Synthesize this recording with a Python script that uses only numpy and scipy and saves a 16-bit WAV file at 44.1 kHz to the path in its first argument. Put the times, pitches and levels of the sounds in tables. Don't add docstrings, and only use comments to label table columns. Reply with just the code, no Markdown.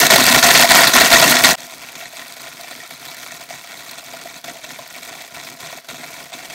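import sys
import numpy as np
from scipy import signal
from scipy.fft import rfft, irfft
from scipy.io import wavfile
from scipy.ndimage import uniform_filter1d

SR = 44100
rng = np.random.default_rng(int(sys.argv[2]) if len(sys.argv) > 2 else 0)


def unload_audio(sound):
    columns = np.transpose(np.atleast_2d(sound))
    steps = np.round(np.clip(columns, -1, 1) * 32767)
    wavfile.write(sys.argv[1], SR, steps.astype(np.int16))


N = 288414
TIME = np.arange(N) / SR
FINE_FROM_S = 1.555
LOW_HZ, BODY_HZ, TREBLE_HZ = 450, 950, 5500

# (time [s], peak level [dB], wall boom relative to it [dB], crack relative to it [dB])
CHUNK_KNOCKS = [(0.106, 6, -15, -7), (0.158, 13, -15, -13), (0.256, -3, -23, -9), (0.346, 5.5, -15.5, -14),
                (0.387, -1.5, -12.5, -16), (0.427, 9, -33, -19), (0.476, 4, -13, -19), (0.508, 1, -12, -13),
                (0.55, 15, -19, -17), (0.605, 8, -20, -13.5), (0.641, 0.5, -9, -14), (0.696, 0, -31, -12),
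                (0.728, -7, -10, -16), (0.773, -3, -12, -13), (0.806, 9.5, -16.5, -13),
                (0.873, -10, -24, -10), (0.891, 3, -20, -17), (0.934, -1, -25, -13),
                (1.009, 13, -11.5, -18), (1.079, 3, -16, -16), (1.102, -7, -11, -13), (1.117, 4, -21, -13),
                (1.142, -2, -10, -10), (1.215, 0, -20, -15), (1.24, 6, -16, -12), (1.322, -16, -18, -11),
                (1.366, 7.5, -25, -22), (1.389, 3, -22, -13), (1.437, 8.5, -17, -12), (1.509, -7, -30, -16),
                (1.582, -20, -13.5, -16), (1.614, -17, -16, -19), (1.696, -18, -30, -16),
                (1.821, -18, -15, -16), (1.886, -19, -22, -14), (1.954, -16, -31, -16),
                (2.003, -14, -17, -17.5), (2.028, -19, -20, -17), (2.131, -23, -9, -12),
                (2.187, -30, -6, -14), (2.365, -20.5, -11.5, -16), (2.399, -25, -14, -14),
                (2.595, -25, -9.5, -15), (2.638, -18, -16, -18), (2.685, -19, -22, -13),
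                (2.72, -15, -14, -14), (2.891, -22, -17, -13), (2.906, -15.5, -17, -12),
                (2.994, -25, -26, -17), (3.049, -19, -23, -15), (3.114, -14.5, -24, -17),
                (3.144, -20, -20, -14), (3.23, -15.5, -23, -16), (3.342, -27, -14, -15),
                (3.406, -22, -16, -16), (3.436, -21, -19, -7), (3.488, -24, -17, -14),
                (3.504, -16, -12.5, -15), (3.541, -28, -20, -12), (3.641, -19, -19, -16),
                (3.672, -18, -24, -14), (3.699, -22, -14, -11), (3.855, -31, -29, -19),
                (3.911, -20, -28, -13), (4.062, -23, -24, -12), (4.08, -21, -19, -14),
                (4.134, -14, -11.5, -13.5), (4.22, -23, -19, -19), (4.253, -26, -6, -14),
                (4.298, -21, -22, -14), (4.439, -17, -15, -17), (4.478, -14, -13, -13),
                (4.554, -25, -5.5, -16), (4.642, -19, -12, -17), (4.687, -24, -23, -15),
                (4.702, -16.5, -10.5, -15), (4.788, -15.5, -7, -19), (4.943, -19, -19, -17),
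                (4.962, -17, -21, -12), (5.021, -22, -23, -10), (5.055, -23, -28, -13),
                (5.15, -31.5, -3, -17), (5.206, -17, -11, -16), (5.276, -20, -18, -12),
                (5.344, -22, -19, -12), (5.467, -13, -19, -18), (5.599, -25, -29, -15),
                (5.725, -16, -9, -16), (5.773, -19, -8, -9), (5.843, -30, -20, -12), (5.886, -14, -13, -14),
                (6.036, -25.5, -10, -9), (6.201, -20, -21, -14), (6.326, -33, -10, -15),
                (6.452, -22, -24, -19), (6.498, -16, -19, -19)]


def knocks():
    s, peak_db, boom_db, crack_db = np.transpose(CHUNK_KNOCKS)
    peak_db = peak_db - curve(PLAYBACK_VOLUME, s)[0]
    after = np.arange(int(.1 * SR)) / SR
    rise = np.minimum(after / 0.0013, 1)
    t60_s = np.array([[0.0432], [0.048], [0.0264]])
    fall_db = 60 * after / t60_s
    push = np.zeros((3, N + len(after)))
    for at, db, boom, crack in zip((s * SR).astype(int), peak_db, boom_db, crack_db):
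        part_db = db + np.c_[[boom, 0, crack]]
        push[:, at:at + len(after)] += rise * undb(part_db - fall_db)

    noise = rng.standard_normal(N) * undb(1.5 * held(rate=500.))
    steady = jar(noise)
    edges = [(LOW_HZ, BODY_HZ), (BODY_HZ, TREBLE_HZ), (TREBLE_HZ, 18000)]
    boom, body, crack = [band(jar(p[:N] * noise), *e) / np.std(band(steady, *e)) for p, e in zip(push, edges)]
    return undb(2.5) * boom + undb(-11.0) * body + undb(1.0) * crack


# (frequency [Hz], width [Hz], level with coarse chunks [dB], level with finer meal [dB])
JAR_MODES = [(680.4, 48, 5.5, 6), (1012, 105, 0.5, 0), (1413, 127, -1.5, -2.5), (1870, 173, 4.5, 3),
             (2267, 140, -5.5, -0.5), (2674, 144, 0, 0.5), (3313, 420, -10.5, -8.5), (4060, 750, 5.5, 5),
             (4510, 1130, -10.5, -13), (6180, 1300, -1.5, -1), (8560, 600, -5.5, -3.5)]


def jar(force):
    return ring(force, JAR_MODES)


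# (frequency [Hz], density [dB per Hz])
DIRECT_SPECTRUM = [(18, -35), (45, -19), (110, -29.5), (330, -15), (900, -8), (2000, -3), (2950, -3.5),
                   (4200, 5.5), (7000, -10), (9500, -6.5), (16000, -7)]


def ring(force, modes, direct_db=-3., place_db=1.8):
    out = undb(direct_db) * colour(force, DIRECT_SPECTRUM)
    for k, (hz, width_hz, coarse_db, fine_db) in enumerate(modes):
        gain_db = by_meal(coarse_db, fine_db) + place_db * held(rate=90.)
        mode = signal.lfilter(*signal.iirpeak(hz, hz / width_hz, fs=SR), undb(gain_db) * force)
        out = out + (-1) ** k * mode
    return out


# (frequency [Hz], width [Hz], level with coarse chunks [dB], level with finer meal [dB])
BASE_MODES = [(145, 32, -10, -9), (252, 28, -3, -5)]
# (time [s], level [dB])
LOW_END_LEVEL = [(0, 0.5), (.7, -1.5), (1.3, 0.5), (1.6, 0), (2.2, -1), (3, -1.5), (3.8, -1), (4.4, 1.5),
                 (5.2, 1), (5.7, 2), (6.54, 1.5)]
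# (with coarse chunks [dB], with finer meal [dB])
CHURN_DB, BASE_DB = (-8.5, -14), (-13.5, -11.5)
BASE_SMOOTH_S, BASE_FOLLOW = 0.042, 1.49


def grit():
    load_db = load()
    churn_db = by_meal(*CHURN_DB)
    level_db = churn_db + load_db
    smooth_load_db = uniform_filter1d(load_db, size=int(BASE_SMOOTH_S * SR))
    base_db = churn_db + by_meal(*BASE_DB) + BASE_FOLLOW * smooth_load_db
    low, = undb(curve(LOW_END_LEVEL))

    meal = spray(rate=2500., spread_db=5.5, t60=0.0031)
    crumbs = spray(rate=310.0, spread_db=2.0, t60=0.016)
    rung = jar(meal + undb(-4.0) * crumbs)
    deepest = band(rung, LOW_HZ, BODY_HZ)
    wall = band(rung, LOW_HZ, TREBLE_HZ) + (undb(0.5) * low - 1) * deepest

    fine_snaps = spray(rate=4400.0, spread_db=6.5, t60=0.0054)
    splinters = spray(rate=170.0, spread_db=8.0, t60=0.0084)
    snap = fine_snaps + undb(-5.5) * splinters
    dust = band(colour(snap, DIRECT_SPECTRUM), TREBLE_HZ, 15500)

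    shaking = spray(rate=990.0, spread_db=0.5, t60=0.013)
    base = band(ring(shaking, BASE_MODES, direct_db=-1.0, place_db=2.0), 41.0, LOW_HZ)

    wall = undb(level_db - 1.5) * unit(wall)
    dust = undb(0.76 * level_db - 11.0) * unit(dust)
    return wall + dust + undb(base_db) * low * unit(base)


def spray(rate, spread_db, t60):
    hit = rng.random(N) < rate / SR
    size = undb(spread_db * np.minimum(rng.exponential(size=N), 4))
    return unit(decay(hit * size, t60) * rng.standard_normal(N))


# (end time [s], length [s], depth of load [dB])
CHURN_LULLS = [(.102, 0.036, 8.5), (.425, .035, 7.5), (0.698, 0.063, 6), (.871, 0.029, 6), (0.935, 0.07, 8),
               (1.102, 0.04, 7.5), (1.222, 0.022, 3), (1.437, 0.13, 7), (1.695, 0.034, 4),
               (1.827, 0.085, 2), (1.956, 0.083, 2.5), (2.151, 0.13, 4), (2.364, 0.028, 5),
               (2.398, 0.032, 6.5), (2.594, 0.11, 3), (2.903, 0.067, 4), (2.996, 0.053, 6.5),
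               (3.182, .06, 3.5), (3.313, 0.052, 2), (3.407, 0.028, 6), (3.498, 0.091, 5), (3.702, 0.12, 4),
               (3.863, 0.064, 2.5), (3.912, 0.029, 2.5), (3.976, 0.023, 5.5), (4.075, 0.096, 3),
               (4.13, 0.055, 2.5), (4.25, 0.021, 4), (4.441, 0.061, 12), (4.637, 0.11, 5.5),
               (4.689, .03, 4), (4.94, 0.17, 4.5), (5.026, 0.024, 6), (5.207, 0.018, 2), (5.337, 0.12, 6),
               (5.466, .025, 3), (5.599, 0.086, 6), (5.845, 0.059, 13.5), (5.886, 0.047, 11),
               (6.329, 0.087, 5), (6.428, 0.069, 2), (6.494, 0.035, 5)]
SINK_SHARE = 0.54
SURGE_SHARE, SURGE_T60_S = 0.18, 0.31
STIR_DB, STIR_PER_S = 1.1, 55.


def load():
    db = STIR_DB * held(rate=STIR_PER_S)
    for end, length, depth_db in CHURN_LULLS:
        since = TIME - end
        sink = np.clip((since + length) / (length * SINK_SHARE), 0, 1) * (since < 0)
        surge = SURGE_SHARE * undb(-60 * np.abs(since) / SURGE_T60_S) * (since >= 0)
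        db = db + depth_db * (surge - sink)
    return uniform_filter1d(db, size=32)


# (frequency [Hz], density [dB per Hz])
MOTOR_SPECTRUM = [(30, -56), (120, -2), (300, -3.5), (1500, 9), (5000, 5), (9000, -18.5), (15500, -15)]
MOTOR_DB = -32


def motor():
    return undb(MOTOR_DB) * unit(colour(rng.standard_normal(N), MOTOR_SPECTRUM))


def kitchen(x, t60=.15, wet_db=-20.):
    samples = int(.3 * SR)
    tail = rng.standard_normal(samples) * undb(-60 * TIME[:samples] / t60)
    tail = band(tail, 47.0, 6000.0)
    wash = signal.fftconvolve(x, tail / np.sqrt(np.sum(tail ** 2)))[:N]
    return x + undb(wet_db) * wash


def by_meal(coarse, fine):
    return np.where(TIME < FINE_FROM_S, coarse, fine)


def held(rate):
    k = int(SR / rate)
    return uniform_filter1d(rng.standard_normal(N // k + 1).repeat(k)[:N], size=64)


def decay(x, t60):
    return signal.lfilter([1], [1, -np.exp(-np.log(1000) / (t60 * SR))], x)


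def colour(x, points, size=2048):
    hz, db = np.transpose(points)
    grid_hz = np.arange(size + 1) * SR / size / 2
    log_gain = np.log(undb(np.interp(np.log(grid_hz + 1), np.log(hz), db)))
    cepstrum = irfft(log_gain)
    cepstrum[1:size] *= 2
    cepstrum[size + 1:] = 0
    impulse = irfft(np.exp(rfft(cepstrum)))[:size]
    return signal.fftconvolve(x, impulse)[:N]


def band(x, lo_hz, hi_hz):
    return signal.sosfilt(signal.butter(2, [lo_hz, hi_hz], "bandpass", fs=SR, output="sos"), x)


def curve(rows, at=TIME):
    s, *columns = np.transpose(rows)
    return [np.interp(at, s, c) for c in columns]


def undb(db):
    return 10 ** (np.asarray(db) / 20)


def unit(x):
    return x / np.sqrt(np.mean(x ** 2))


def scene():
    return kitchen(grit() + knocks() + motor())[None]


PORT_DIP = 10380, 1100, -3.5
# (time [s], level [dB])
PLAYBACK_VOLUME = [(0, 0), (1.518, 0), (1.545, -14), (1.5545, -14), (1.5555, -40), (1.562, -36),
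                   (1.583, -20.5), (6.54, -20.5)]
TOP_HZ = 15750


def record(dry):
    hz, width_hz, dip_db = PORT_DIP
    around_dip = signal.lfilter(*signal.iirpeak(hz, hz / width_hz, fs=SR), dry)
    dry = dry - (1 - undb(dip_db)) * around_dip
    clipped = np.clip(dry, -.86, .86)
    ridden = clipped * undb(curve(PLAYBACK_VOLUME)[0])
    return signal.sosfilt(signal.ellip(12, .2, 75, TOP_HZ, fs=SR, output="sos"), ridden)


dry = scene()
out = record(dry)
unload_audio(out)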